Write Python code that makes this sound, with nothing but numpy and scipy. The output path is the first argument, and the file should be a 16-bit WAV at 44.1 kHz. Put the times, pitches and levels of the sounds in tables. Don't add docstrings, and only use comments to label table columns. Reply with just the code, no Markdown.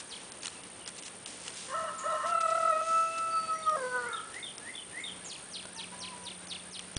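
import sys
import numpy as np
from scipy import signal
from scipy.fft import rfft, irfft
from scipy.io import wavfile
from scipy.ndimage import uniform_filter1d, minimum_filter1d

SR = 44100
rng = np.random.default_rng(int(sys.argv[2]) if len(sys.argv) > 2 else 0)


def linear_from_db(decibels):
    return 10 ** (np.asarray(decibels, float) / 20)


def int16_out(signal):
    q = np.round(np.clip(np.atleast_2d(signal).T, -1, 1) * 32767)
    wavfile.write(sys.argv[1], SR, q.astype(np.int16))


N = 307818


def evened(x):
    return x / np.sqrt(np.mean(x ** 2) + 1e-20)


def columns(rows, t):
    s, *rest = np.transpose(rows)
    return [np.interp(t, s, c) for c in rest]


def span(rows):
    return np.arange(rows[0][0], rows[-1][0], 1 / SR)


def add(mix, s, sound):
    sound = sound[max(0, -round(s * SR)):]
    part = mix[max(0, round(s * SR)):][:len(sound)]
    part += sound[:len(part)]


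def wander(n, hz):
    return evened(signal.lfilter(*signal.butter(2, hz, fs=SR), rng.standard_normal(n)))


def coloured(x, spectrum):
    hz = np.fft.rfftfreq(len(x), 1 / SR)
    f, db = np.transpose(spectrum)
    gain = linear_from_db(np.interp(np.log(hz + 1), np.log(f), db))
    return irfft(rfft(x) * gain, len(x))


def band(x, hz, width):
    b, a = signal.iirpeak(hz, hz / width, fs=SR)
    return signal.lfilter(b, a, signal.lfilter(b, a, x))


def swells(rows, t, power=1):
    swell_db = 15
    s, db, rise, fall = np.transpose(rows)[:, :, None]
    away = np.maximum((s - t) / rise, (t - s) / fall)
    return (db - swell_db * away ** power).max(0)


def hush():
    # frequency in Hz, level in dB per Hz.
    air_spectrum = [(15, -42.5), (25, -12.5), (128, 1.5), (171, 2), (228, 3.5), (492, 3), (689, 1),
                    (1060, -0.5), (1890, -3.5), (3210, -4), (5570, -10), (7260, -10.5), (7800, -20),
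                    (10100, -42), (17200, -120)]
    level_db = -51 + 0.96 * wander(N, 7.6)
    return linear_from_db(level_db) * evened(coloured(rng.standard_normal(N), air_spectrum))


def motor():
    # time in seconds, level in dB.
    hum_level = [(0, -85), (.56, -65), (1.5, -66.5), (1.83, -61.5), (2.9, -72), (3.87, -62.5), (4.49, -80),
                 (5.17, -58.5), (5.37, -70), (5.52, -60.5), (6.42, -56.5), (6.98, -61)]
    motor_hz, drift = 181.9, .012
    db, = columns(hum_level, np.arange(N) / SR)
    turns = np.cumsum(motor_hz * (1 + drift * wander(N, 3))) / SR
    hum = np.cos(2 * np.pi * turns) + linear_from_db(-10.0) * np.cos(np.pi * turns)
    return np.sqrt(2) * linear_from_db(db + 0.51 * wander(N, 4.9)) * hum


def insect():
    # centre in Hz, width in Hz, level in dB.
    wing_modes = [(8750, 530, -61.5), (9400, 460, -65), (9786, 69, -73), (7920, 670, -75)]
    # time in seconds, strokes per second, level in dB.
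    wing_beat = [
        (0.0, 64.1, 8),
        (5.17, 64.1, 10),
        (5.29, 65.0, 10),
        (6.98, 65.1, 9.5),
    ]
    rate, db = columns(wing_beat, np.arange(N) / SR)
    beat = .5 + .5 * np.cos(2 * np.pi * np.cumsum(rate) / SR)
    stroke = beat ** 0.2 * linear_from_db(0.76 * wander(N, 30))
    out = 0
    for k, (hz, width, mode_db) in enumerate(wing_modes):
        hiss = band(rng.standard_normal(N), hz, width)
        leak = 0.026 + 0.043 * k
        out = out + linear_from_db(mode_db) * evened(hiss * (stroke + leak))
    return out * linear_from_db(db)


def knocks():
    wood_hz = [640, 1000, 1450]
    out, u = np.zeros(N), np.arange(1500) / SR
    wood = sum(np.sin(2 * np.pi * hz * u) for hz in wood_hz)
    add(out, 5.654, linear_from_db(-41) * wood * np.exp(-u / 0.0042))
    v = 2 * np.pi * 130 * u
    add(out, 6.9662, linear_from_db(-13) * v * (1 - v / 3) * np.exp(-v))
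    return out


def leaves():
    # peak in seconds, level in dB, rise and fall in seconds.
    steps = [(0, -51, .02, 0.022), (.18, -68.5, .6, 0.68), (0.321, -63, 0.0061, 0.014),
             (.45, -53, 0.039, 0.062), (.53, -64, .05, 0.083), (.88, -55.5, 0.026, 0.034),
             (.99, -55, 0.039, .015), (1.065, -55.5, 0.043, 0.041), (1.16, -77, .04, .09),
             (1.265, -58.5, 0.0064, 0.27), (1.48, -55.5, 0.13, .05), (1.575, -56, 0.11, .33),
             (2.0, -61, 0.048, 0.029), (2.15, -66, 0.56, 0.62), (2.28, -56.5, 0.044, 0.074),
             (2.41, -52, 0.0093, .03), (2.51, -55.5, 0.074, 0.026), (2.55, -63, 0.055, 0.74),
             (2.87, -59.5, 0.14, 0.83), (3.19, -58, .1, 0.017), (3.3, -73, .9, .5), (3.7, -71, 0.093, .065),
             (3.85, -67, .9, .45), (4.13, -65, .04, .1), (4.34, -67, 0.071, 0.15)]
    # frequency in Hz, level in dB per Hz.
    leaf_spectrum = [(290, -20), (500, 5), (723, -14), (922, -1.5), (2860, 5.5), (6980, 5.5), (9600, 4.5),
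                     (10500, -18), (13600, -53), (22000, -120)]
    # start in seconds, peak level in dB, ring in Hz.
    twigs = [(0.32, -30.5, 7550), (0.423, -33, 6310), (0.4324, -28, 4450), (0.4568, -22.5, 2940),
             (0.4692, -22.5, 6960), (0.4799, -25.5, 4320), (0.635, -36, 2860), (0.8609, -29.5, 4800),
             (0.8767, -25.5, 5100), (0.8888, -27.5, 8270), (1.024, -32, 3046), (1.0344, -33, 3000),
             (1.0816, -31, 2830), (1.2601, -26, 3020), (1.48, -25.5, 2970), (1.504, -36, 3590),
             (3.1824, -29.5, 4520), (3.695, -29.5, 3680), (4.3433, -34.5, 3270), (4.581, -26.5, 7940),
             (4.76, -36, 3330), (5.17, -37, 3436), (5.6277, -36, 3290), (5.6546, -34.5, 3930),
             (6.4713, -37, 4900), (6.793, -26, 3300), (6.967, -18.5, 3340)]
    out, t = np.zeros(N), np.arange(0, steps[-1][0] + .5, 1 / SR)
    grain_db = 3.9 * np.minimum(rng.exponential(1, len(t)), 3)
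    grains = rng.standard_normal(len(t)) * linear_from_db(grain_db) * (rng.random(len(t)) < .3)
    add(out, 0, evened(coloured(grains, leaf_spectrum)) * linear_from_db(swells(steps, t) + 12.5))
    u = np.arange(500) / SR
    for s, db, hz in twigs:
        crack = coloured(rng.standard_normal(500) * np.exp(-u / 0.0023), leaf_spectrum)
        snap = crack + 1.35 * np.sin(2 * np.pi * hz * u) * np.exp(-u / 0.0016)
        add(out, s, linear_from_db(db) * snap / abs(snap).max())
    return out


def yard(x, wet_db):
    # delay in seconds, level in dB, band centre in Hz, width in Hz.
    slaps = [
        (.0125, 0.5, 3430, 1240),
        (.039, 0, 2815, 1940),
        (0.084, -10.5, 3000, 2500),
    ]
    t60 = .55
    t = np.arange(SR) / SR
    tail = rng.choice([-1., 1.], SR) * (rng.random(SR) < 2500 / SR)
    tail *= linear_from_db(-60 * t / t60) + 2.2 * np.exp(-t / .011)
    wet = signal.fftconvolve(x, tail / np.linalg.norm(tail))[:N]
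    for delay, db, hz, width in slaps:
        add(wet, delay, linear_from_db(db) * band(x, hz, width))
    return x + linear_from_db(wet_db) * wet


def birds():
    # time from the note's start in seconds, pitch in Hz, level in dB.
    slur_up = [(-.135, 1745, -23), (-.11, 1810, -16.5), (-.07, 1960, -10), (-.035, 2223, -6.5),
               (-.025, 2182, -36)]
    slur_down = [(-.004, 3570, -40), (0, 3710, -1.5), (.02, 3576, -14.5), (.045, 3200, -7),
                 (.068, 2450, -31)]
    sweep_up = [(-.115, 1270, -31), (-.06, 1650, -22), (-.025, 1830, -21.5), (-.015, 1800, -40)]
    sweep_down = [(-.004, 6750, -30), (0, 7000, -17), (.015, 6400, -12), (.04, 4340, -2),
                  (.062, 2460, -7.5), (.07, 2160, -27)]
    chip = [(0, 7630, -5.5), (.006, 6910, 0), (.014, 6370, -1), (.035, 6620, -8.5), (.045, 7060, -39)]
    # start in seconds, level in dB, pitch factor.
    slurs = [
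        (3.625, -52, 1),
        (4.13, -47.5, 1),
        (4.426, -44.5, 0.98),
        (4.74, -45, 0.95),
        (5.038, -41.5, 0.99),
    ]
    sweeps = [
        (0.076, -48, 0.94),
        (5.264, -45, 0.98),
        (5.506, -44.5, 0.96),
        (5.747, -45, 0.94),
        (5.986, -44, 0.94),
        (6.225, -46, 0.9),
        (6.468, -44, 0.93),
        (6.705, -46.5, 0.95),
        (6.946, -45, 0.92),
    ]
    chips = [
        (0.512, -62, .41),
        (0.801, -60.5, 0.43),
        (1.98, -47.5, 1.03),
        (4.995, -55, 1.105),
        (5.245, -46.5, 1.03),
    ]
    out = np.zeros(N)
    for shape, notes in ((slur_up, slurs), (slur_down, slurs), (sweep_up, sweeps),
                         (sweep_down, sweeps), (chip, chips)):
        hz, shape_db = columns(shape, span(shape))
        for s, db, factor in notes:
            tone = np.sin(2 * np.pi * np.cumsum(hz * factor) / SR)
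            level = linear_from_db(db + shape_db + 2.6 * wander(len(hz), 130))
            add(out, s + shape[0][0], np.sqrt(2) * level * tone)
    return out


def far_goat():
    # time in seconds, pitch in Hz, level in dB.
    calls = [
        [(5.75, 890, -72), (5.762, 903, -56), (5.798, 896, -48), (5.83, 932, -66)],
        [(5.9, 1067, -66), (5.924, 982, -47.5), (5.98, 983, -56), (6.11, 1031, -51), (6.138, 967, -47),
         (6.19, 992, -57), (6.274, 958, -50.5), (6.3, 1055, -58)],
    ]
    call_partials = [
        [0, -6, -6],
        [0, -15, -18],
    ]
    out = np.zeros(N)
    for rows, partials_db in zip(calls, call_partials):
        hz, db = columns(rows, span(rows))
        turns = np.cumsum(hz) / SR
        call = sum(linear_from_db(p) * np.cos(2 * np.pi * k * turns) for k, p in enumerate(partials_db, 1))
        add(out, rows[0][0], np.sqrt(2) * linear_from_db(db) * call * signal.windows.tukey(len(hz), .2))
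    return out


def rasp(level_db, modes):
    air = rng.standard_normal(len(level_db))
    rings = sum(linear_from_db(db) * evened(band(air, hz, width)) for hz, width, db in modes)
    return rings * linear_from_db(level_db)


def syllable(rows):
    # time in seconds, hoarseness 0-1, flutter depth 0-1, half-pitch lines in dB.
    manner = [
        (2.2, .13, .15, -35),
        (2.35, .07, .58, -40),
        (2.62, .08, .7, -40),
        (2.93, .015, .03, -40),
        (3.7, .015, .03, -40),
        (3.78, .18, .4, -18),
        (3.9, .04, .1, -14),
        (4.04, .08, .2, -2),
        (4.1, .2, .42, -15),
    ]
    # peak in seconds, level in dB, rise and fall in seconds.
    pushes = [(1.765, -36, 0.078, 0.14), (1.9, -41.5, 0.23, 0.1), (2.0, -45.5, .15, 0.084),
              (2.08, -34, .05, 0.12), (2.2, -37.5, .2, .1), (2.255, -35, 0.017, 0.057),
              (2.348, -30.5, 0.087, 0.073), (2.47, -32, 0.37, 0.28), (2.679, -28, 0.082, 0.14),
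              (2.79, -32, .3, 0.079), (2.97, -28.5, 0.14, 0.13), (3.22, -34, 0.1, 0.17),
              (3.375, -30, 0.07, 0.065), (3.445, -35, 0.046, 0.016), (3.522, -29, 0.05, 0.059),
              (3.62, -41, 0.11, 0.042), (3.685, -24, 0.026, 0.036), (3.73, -29.5, 0.052, 0.086),
              (3.853, -38.5, 0.1, .1), (3.96, -32, 0.067, 0.062), (4.06, -42.5, .15, 0.22)]
    # frequency in Hz, share that follows the pushes 0-1, level in dB.
    throat = [(720, 0.07, 1), (1030, 0.73, -5), (1120, 1, -1.5), (1460, 1, 1.5), (1650, 0.3, -10),
              (1863, 0.34, -12.5), (2520, 0, -31)]
    # start and end in seconds, partial number, level in dB.
    overtones = [(2.27, 2.5, 4, -53), (2.7, 2.95, 4, -53), (2.92, 3.2, 4, -45), (3.15, 3.4, 4, -49),
                 (3.36, 3.57, 4, -57), (2.45, 2.75, 4, -58), (1.77, 1.83, 7, -60), (2.08, 2.16, 6, -55),
                 (2.33, 2.82, 6, -61), (2.33, 2.72, 12, -60), (2.8, 3.11, 10, -56), (3.29, 3.52, 7, -50),
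                 (3.48, 3.72, 7, -60), (3.51, 3.64, 9, -55), (3.64, 3.8, 9, -60), (3.78, 4.08, 9, -60),
                 (3.89, 3.95, 12, -62)]
    flutter_hz, ring_hz, capture_hz, pull = 32.82, 1305, 175, 8
    settle_s = 3.0
    t = span(rows)
    hz, effort_db = columns(rows, t)
    hoarse, flutter, half_db = columns(manner, t)

    off = ring_hz - 2 * hz
    pulled = np.minimum(pull * hoarse, 1) * (t < settle_s) * np.exp(-(off / capture_hz) ** 6)
    second_hz = 2 * hz + off * pulled

    flutter_rate = flutter_hz * (1 + .2 * wander(len(t), 10))
    shake = np.cos(2 * np.pi * np.cumsum(flutter_rate) / SR) * (1 + .15 * wander(len(t), 12))
    jitter = 1 + 0.15 * hoarse * wander(len(t), 73) + 0.012 * flutter * shake
    turns = np.cumsum(hz * jitter) / SR
    voice, ring_db = 0, swells(pushes, t, 2)
    for k in range(1, 5):
        share, throat_db = columns(throat, second_hz if k == 2 else k * hz)
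        db = throat_db + effort_db + np.clip(share, 0, 1) * (ring_db - effort_db)
        shimmer = 1 + flutter * shake * min(k / 2, 1) + 1.2 * hoarse * wander(len(t), 100)
        own = np.cumsum(second_hz * jitter) / SR if k == 2 else k * turns
        voice = voice + linear_from_db(db) * shimmer * np.cos(2 * np.pi * own)
        if k > 1:
            half_line = np.cos(2 * np.pi * (k - .5) * turns)
            voice = voice + linear_from_db(db + half_db - 8.2 * (k == 2)) * half_line
    for start, end, k, db in overtones:
        if start >= t[-1] or end <= t[0]:
            continue
        gate = np.clip(np.minimum(t - start, end - t) / .04, 0, 1)
        level = linear_from_db(db + 1.3 * wander(len(t), 45))
        voice = voice + gate * level * np.cos(2 * np.pi * k * turns)
    return np.sqrt(2) * voice * signal.windows.tukey(len(t), 0.013 / (t[-1] - t[0]))


def near_goat():
    # time in seconds, pitch in Hz, effort in dB.
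    stammer = [
        [(1.68, 522.5, -57), (1.734, 536, -44), (1.75, 622, -40), (1.77, 658, -43), (1.854, 643, -38),
         (1.921, 576, -55), (1.965, 646, -60), (2.033, 647, -57)],
        [(2.035, 523, -47), (2.051, 583, -46), (2.065, 622, -33.5), (2.077, 655, -43), (2.147, 623, -33),
         (2.231, 589, -67.5)],
    ]
    long_call = [
        [(2.232, 556, -44.5), (2.25, 635, -33.5), (2.28, 703, -47), (2.348, 676.2, -38), (2.414, 663, -45.5),
         (2.47, 654, -35.5), (2.7, 660, -35.5), (2.73, 621.4, -31.5), (2.815, 650, -45)],
        [(2.81, 637, -39), (2.865, 656, -41.5), (3.126, 658.5, -43), (3.2, 658.7, -50.5), (3.33, 656.6, -48),
         (3.395, 650, -55.5), (3.61, 640, -44), (3.647, 634, -53), (3.765, 613.4, -34)],
        [(3.765, 556.5, -35), (3.801, 518.3, -43), (3.853, 510, -36), (3.905, 499, -49), (3.965, 498.8, -41),
         (4.014, 485.3, -45.5), (4.09, 469, -51), (4.12, 449, -58), (4.212, 441, -67)],
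    ]
    # peak in seconds, level in dB, rise and fall in seconds.
    onset_air = [
        (1.726, -45, 0.052, 0.32),
        (1.89, -40.5, 0.048, 0.028),
        (2.036, -42, 0.0082, .04),
        (2.08, -46, 0.056, 0.39),
        (2.248, -43, .28, 0.076),
    ]
    # centre in Hz, width in Hz, level in dB.
    rasp_modes = [(1061, 29, 4), (955, 91, -5), (1170, 110, 0), (1530, 160, -7), (1827, 100, -2.5),
                  (2880, 65, -11.5)]
    # time in seconds, level in dB.
    wheeze = [(4.07, -62), (4.11, -42), (4.196, -46), (4.22, -52), (4.29, -54), (4.376, -68), (4.4, -55)]
    # centre in Hz, width in Hz, level in dB.
    wheeze_modes = [(1390, 34, -1.5), (1311, 93, 2), (1694, 75, -9)]
    out = np.zeros(N)
    for rows in stammer + long_call:
        add(out, rows[0][0], syllable(rows))
    t = span(stammer[0] + long_call[0])
    add(out, t[0], rasp(swells(onset_air, t), rasp_modes))
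    wheeze_db, = columns(wheeze, span(wheeze))
    add(out, wheeze[0][0], rasp(wheeze_db, wheeze_modes))
    return out


def scene():
    background = hush() + motor() + insect() + knocks() + leaves()
    bird = yard(birds(), 5.5)
    goats = yard(far_goat() + near_goat(), -12)
    return (background + bird + goats)[None]


def starve(x):
    margin_db, edge_hz = 7.5, 3500
    hz, _, z = signal.stft(x, SR, nperseg=256, noverlap=128)
    power = (abs(z[:128]) ** 2).reshape(32, 4, -1).sum(1)
    power = uniform_filter1d(power, size=2, axis=1)
    near = -minimum_filter1d(-power, size=9, axis=1, origin=-1)
    loud_enough = np.repeat(power * linear_from_db(2 * margin_db) > near, repeats=4, axis=0)
    keep = loud_enough | (hz[:128, None] < edge_hz)
    return signal.istft(z * np.vstack([keep, keep[-1:]]), SR, nperseg=256, noverlap=128)[1][:N]


def roll_off(x):
    return signal.sosfilt(signal.butter(12, 11060, fs=SR, output="sos"), x)


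def record(dry):
    edge = signal.firwin(301, 10250, window=("kaiser", 8), fs=SR)
    mix = signal.oaconvolve(starve(dry[0])[None], edge[None], "same")
    return roll_off(mix)


dry = scene()
out = record(dry)
int16_out(out)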